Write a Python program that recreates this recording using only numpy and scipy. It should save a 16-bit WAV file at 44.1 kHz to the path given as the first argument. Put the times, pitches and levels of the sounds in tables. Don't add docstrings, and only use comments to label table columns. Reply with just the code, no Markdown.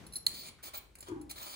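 import sys
import numpy as np
from scipy import signal
from scipy.fft import rfft, irfft
from scipy.io import wavfile
from scipy.ndimage import uniform_filter1d

SR = 44100
rng = np.random.default_rng(int(sys.argv[2]) if len(sys.argv) > 2 else 0)


def persist_wave(psi):
    counts = np.round(np.clip(psi, -1, 1) * 32767).astype(np.int16)
    wavfile.write(sys.argv[1], SR, np.atleast_2d(counts).T)


N = 68355
T = np.arange(N) / SR
PEELER_LAG_S = 20 / SR
TRAY_PAN_DB = 3.5


def undb(db):
    return 10 ** (np.asarray(db) / 20)


def unit(x):
    return x / np.sqrt(np.mean(x ** 2))


def noise():
    return rng.standard_normal(N)


def colour(x, points):
    hz, db = np.array(points).T
    log_bins = np.log(np.fft.rfftfreq(4096, 1 / SR) + 1)
    log_gain = np.log(undb(np.interp(log_bins, np.log(hz), db)))
    cepstrum = irfft(log_gain)
    half = len(cepstrum) // 2
    folded = np.r_[cepstrum[0], 2 * cepstrum[1:half], np.zeros(half)]
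    impulse = irfft(np.exp(rfft(folded)))
    return signal.fftconvolve(x, impulse / np.linalg.norm(impulse))[:N]


def band(x, hz, width_hz):
    return signal.lfilter(*signal.iirpeak(hz, hz / width_hz, fs=SR), x)


def fall(start, decay):
    return (T >= start) * np.exp(-np.maximum(T - start, 0) / decay)


def ring(modes, start, push, jitter=0.):
    t = np.maximum(T - start, 0)
    rise = np.sin(np.pi / 2 * np.minimum(t / push, 1)) ** 2
    total = 0
    for hz, db, t60 in modes:
        detune = 1 + jitter * rng.standard_normal()
        total = total + undb(db - 60 * t / t60) * np.sin(2 * np.pi * hz * detune * t)
    return rise * total


def place(x, lag, pan_db):
    left = np.interp(T - lag, T, x, left=0)
    return np.array([left * undb(pan_db / 2), x * undb(-pan_db / 2)])


def cell_bursts(rate, judder):
    spread_db = 5
    hits = rng.random(N) < rate / SR
    return judder * hits * np.sign(noise()) * undb(spread_db * noise())


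def cutting():
    # start and end in seconds, flesh in dB, blade ring in dB, ring pitch in Hz,
    # fizz in dB, low crunch in dB.
    strokes = [(0.277, 0.34, -53.5, -57.5, 4280, -60, -72), (0.337, 0.418, -51, -51.5, 4340, -53, -68.5),
               (0.424, 0.491, -49, -56, 4340, -58.5, -61.5), (0.626, 0.687, -49, -59, 4380, -51, -57.5),
               (0.733, 0.758, -45.5, -51.5, 4100, -45.5, -49.5),
               (0.766, 0.78, -49.5, -62, 4120, -38.5, -67), (1.009, 1.05, -61, -80, 4340, -82, -79.5),
               (1.059, 1.092, -56.5, -65, 4370, -76, -57.5), (1.293, 1.317, -46.5, -51, 4190, -49, -58.5),
               (1.355, 1.421, -52.5, -56.5, 4120, -55, -57), (1.416, 1.451, -50.5, -56.5, 4200, -49, -55.5),
               (1.454, 1.56, -48.5, -57, 4430, -54.5, -57)]
    # frequency in Hz, level in dB per Hz.
    flesh_colour = [(100, -18), (350, 6.5), (1000, -20), (1650, -10), (2300, 6.5), (2850, -4), (3400, 5.5),
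                    (5400, -2), (6900, -0.5), (7900, 1), (9600, 1.5), (10800, 5), (12000, -26), (16000, 4)]
    # frequency in Hz, level in dB per Hz.
    crunch_colour = [(150, -21.5), (400, -4), (700, 3), (1000, 5), (1450, -3), (1750, -6), (2700, -16),
                     (3200, 2.5), (3700, -9.5), (6000, -15.5), (16000, -47.5)]
    cells_per_s, crunches_per_s = 7000, 1500
    judder_hz, judder_db = 260, 0.5
    fizz_hz, fizz_width_hz, scrape_width_hz = 15100, 1300, 680
    attack_s, release_s = .004, .005

    wobble = unit(uniform_filter1d(noise(), max(int(SR / judder_hz), 1)))
    judder = undb(judder_db * wobble)

    def resonant_crackle(hz, width_hz):
        once = band(cell_bursts(cells_per_s, judder), hz, width_hz)
        return unit(band(once, hz, width_hz))

    flesh = unit(colour(cell_bursts(cells_per_s, judder), flesh_colour))
    crunch = unit(colour(cell_bursts(crunches_per_s, judder), crunch_colour))
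    fizz = resonant_crackle(fizz_hz, fizz_width_hz)
    out = 0
    for start, end, flesh_db, ring_db, ring_hz, fizz_db, crunch_db in strokes:
        attack = 1 - np.exp(-np.maximum(T - start, 0) / attack_s)
        release = np.exp(-np.maximum(T - end, 0) / release_s)
        steel = resonant_crackle(ring_hz, scrape_width_hz)
        crackle = undb(flesh_db) * flesh + undb(crunch_db) * crunch
        out = out + attack * release * (crackle + undb(ring_db) * steel + undb(fizz_db) * fizz)
    return out


def snaps():
    # start in seconds, level in dB, decay in seconds, low crack in dB relative to the burst.
    fibres = [(0.2651, -21.5, 0.0025, -21.5), (0.2773, -43, 0.0025, -11), (0.287, -39, .003, -38),
              (0.633, -44.5, 0.01, -5), (.773, -40.5, 0.00084, -25), (0.777, -55, 0.0016, -36.5),
              (0.9539, -45.5, .003, -6.5), (1.027, -47, 0.0035, 2), (1.085, -44.5, 0.0015, -5),
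              (1.3125, -29.5, 0.001, -16), (1.381, -45.5, 0.0042, -2), (1.4296, -46.5, 0.0012, 8),
              (1.438, -49, 0.0027, -5)]
    # frequency in Hz, level in dB per Hz.
    snap_colour = [(1000, -7.5), (4000, -27), (7000, -4.5), (9000, 1), (10600, 9.5), (12300, -35),
                   (13600, 5.5), (15300, -2.5), (17000, 2)]
    crack_hz, crack_width_hz = 1677, 4500
    bright = colour(noise(), snap_colour)
    crack = unit(band(noise(), crack_hz, crack_width_hz))
    out = 0
    for start, db, decay, crack_db in fibres:
        out = out + undb(db) * fall(start, decay) * (bright + undb(crack_db) * crack)
    return out


def bite():
    # frequency in Hz, level in dB, 60 dB decay in seconds.
    holder = [(4220, 1.5, 0.016), (4370, -23, 0.0058), (3085, -18.5, 0.016), (2015, -32, 0.036)]
    start_s, push_s, level_db = .2664, 0.0012, -9.5
    return undb(level_db) * ring(holder, start_s, push_s)


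def chinks():
    # start in seconds, level in dB, chatter in dB relative to it.
    knocks = [(0.0468, -66, -11), (0.0656, -42.5, -9.5), (0.1234, -40.5, -19), (0.135, -33, -12.5),
              (0.1562, -24, -26), (.164, -28, -14.5), (0.9862, -59.5, 8), (1.0062, -54, 8.5),
              (1.08, -74, 4), (1.2132, -51.5, -3), (1.295, -45.5, -4.5), (1.3095, -34.5, -19)]
    # frequency in Hz, level in dB, 60 dB decay in seconds.
    blade = [(4184, -6, 0.032), (4416, -17.5, .035), (5600, -16, .04), (7200, -43, 0.042), (9360, -28, .03),
             (13200, -35, 0.23), (15300, -31, .03)]
    # frequency in Hz, level in dB per Hz.
    chatter_colour = [(1000, -15), (3500, -18), (4250, -12.5), (5000, -12.5), (6300, -24.5), (7300, -1),
                      (8200, -16.5), (9400, -8), (10300, -4.5), (10950, 1), (11900, -20.5), (14200, -12),
                      (15400, -9.5), (17000, -24)]
    edge = (10953, -5.5, .055)
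    push_s, chatter_s = 0.0014, 0.0093
    chatter = colour(noise(), chatter_colour)
    out = 0
    for start, db, chatter_db in knocks:
        steel = ring([*blade, edge], start, push_s, jitter=0.0023)
        rattle = undb(chatter_db) * chatter * fall(start, chatter_s)
        out = out + undb(db) * (steel + rattle)
    return out


def tray():
    # start in seconds, level in dB, pitch ratio.
    thuds = [(1.082, -41.5, 1.1), (1.095, -37.5, 1.08), (1.114, -33, 1.0), (1.16, -41, 0.9),
             (1.197, -42.5, .91), (1.227, -52.5, .91), (1.262, -56, 0.85)]
    # frequency in Hz, level in dB, 60 dB decay in seconds.
    tray_modes = [(109.3, -9.5, 0.21), (151.4, -19, 0.43), (324, 3, .17), (365.6, -10, 0.15),
                  (464, -18, 0.15), (891, -17, 0.2), (1119, -17, 0.097), (1470, -32.5, 0.18)]
    push_s, foil_db, foil_s = 0.0078, -24, 0.01
    foil = undb(foil_db) * unit(band(noise(), 930, 670))
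    out = 0
    for start, db, ratio in thuds:
        modes = [(hz * ratio, mode_db, t60) for hz, mode_db, t60 in tray_modes]
        hollow = ring(modes, start, push_s)
        out = out + undb(db) * (hollow + foil * fall(start, foil_s))
    return out


def rubs():
    # start in seconds, level in dB, centre in Hz.
    slips = [(.585, -62.5, 1490), (0.972, -71, 820)]
    decay_s, width_hz = 0.07, 460
    out = 0
    for start, db, hz in slips:
        out = out + undb(db) * fall(start, decay_s) * unit(band(noise(), hz, width_hz))
    return out


def nearby(x):
    # frequency in Hz, level in dB.
    echo_colour = [(200, -10.5), (1000, 5), (3200, -6), (5000, 3), (7000, 6), (9000, -7.5), (16000, -36.5)]
    level_db, delay_s, decay_s = -6.5, 0.0019, 0.003
    out = []
    for _ in range(2):
        burst = colour(noise() * fall(delay_s, decay_s), echo_colour)
        out.append(signal.fftconvolve(x, burst / np.linalg.norm(burst))[:N])
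    return undb(level_db) * np.array(out)


def kitchen(x):
    # frequency in Hz, level in dB.
    room_colour = [(100, -9.5), (330, -1), (560, 1.5), (800, 0.5), (1200, 5), (2400, 4.5), (4200, 0.5),
                   (7000, 3), (11000, 2.5), (15500, -9)]
    t60_s, treble_t60_s, delay_s = 0.48, 0.25, 0.0034
    lowpass = signal.butter(1, 3000, fs=SR, output="sos")
    out = []
    for _ in range(2):
        full = noise()
        low = signal.sosfilt(lowpass, full)
        treble = full - low
        tail = low * fall(delay_s, t60_s / np.log(1000))
        tail = tail + treble * fall(delay_s, treble_t60_s / np.log(1000))
        response = colour(tail / np.linalg.norm(tail), room_colour)
        out.append(signal.fftconvolve(x, response)[:N])
    return np.array(out)


def rumble():
    # time in seconds, level in dB.
    sway = [(0, -68), (.6, -72.5), (.95, -65.5), (1.15, -65), (1.3, -59.5), (1.55, -70.5)]
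    hz, width_hz = 55.8, 28
    deep = unit(band(band(noise(), hz, width_hz), hz, width_hz))
    return place(undb(np.interp(T, *np.array(sway).T)) * deep, 0, TRAY_PAN_DB)


def half_shared(make):
    common = make()
    separate = np.array([make(), make()])
    return (common + 0.61 * separate) / np.hypot(1, .6)


def background():
    # frequency in Hz, level in dB per Hz.
    air_colour = [(18, -29.5), (32, -17.5), (48, 3.5), (100, -0.5), (200, -18), (400, -9), (800, -27),
                  (1600, -26), (4000, -32.5), (9000, -33.5), (16000, -47)]
    # time in seconds, level in dB.
    handling = [(0, -52), (.08, -57.5), (.22, -64.5), (.33, -56.5), (.42, -61), (.5, -60), (.6, -69.5),
                (.95, -72.5), (1.12, -65), (1.33, -64.5), (1.55, -74)]
    air_db, hand_hz, hand_width_hz = -65.5, 143.7, 130
    earlier_db, earlier_t60_s = -59.5, 1
    air = undb(air_db) * half_shared(lambda: colour(noise(), air_colour))
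    hand_gain = undb(np.interp(T, *np.array(handling).T))
    hands = hand_gain * half_shared(lambda: unit(band(noise(), hand_hz, hand_width_hz)))
    fading = undb(earlier_db) * fall(0, earlier_t60_s / np.log(1000))
    wash = fading * np.array([unit(band(noise(), 1100, 2000)) for _ in range(2)])
    balance = undb(np.array([[1], [-1]]) * TRAY_PAN_DB / 2)
    return (air + hands) * balance + wash


def scene():
    cut, bitten, blade, thud = cutting() + snaps(), bite(), chinks(), tray()
    direct = place(cut + blade, PEELER_LAG_S, 0)
    direct = direct + place(bitten, PEELER_LAG_S, -4)
    direct = direct + place(thud, 0.00027, TRAY_PAN_DB)
    to_walls = undb(-6) * cut + undb(-15.5) * bitten + undb(-10.5) * blade + undb(-4) * thud
    return direct + nearby(cut) + kitchen(to_walls) + background() + rumble() + rubs()


def record(dry):
    rumble_cut_hz, top_hz = 12, 15750
    dry = signal.sosfilt(signal.butter(4, rumble_cut_hz, "high", fs=SR, output="sos"), dry)
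    return signal.sosfilt(signal.ellip(10, .2, 70, top_hz, fs=SR, output="sos"), dry)


dry = scene()
out = record(dry)
persist_wave(out)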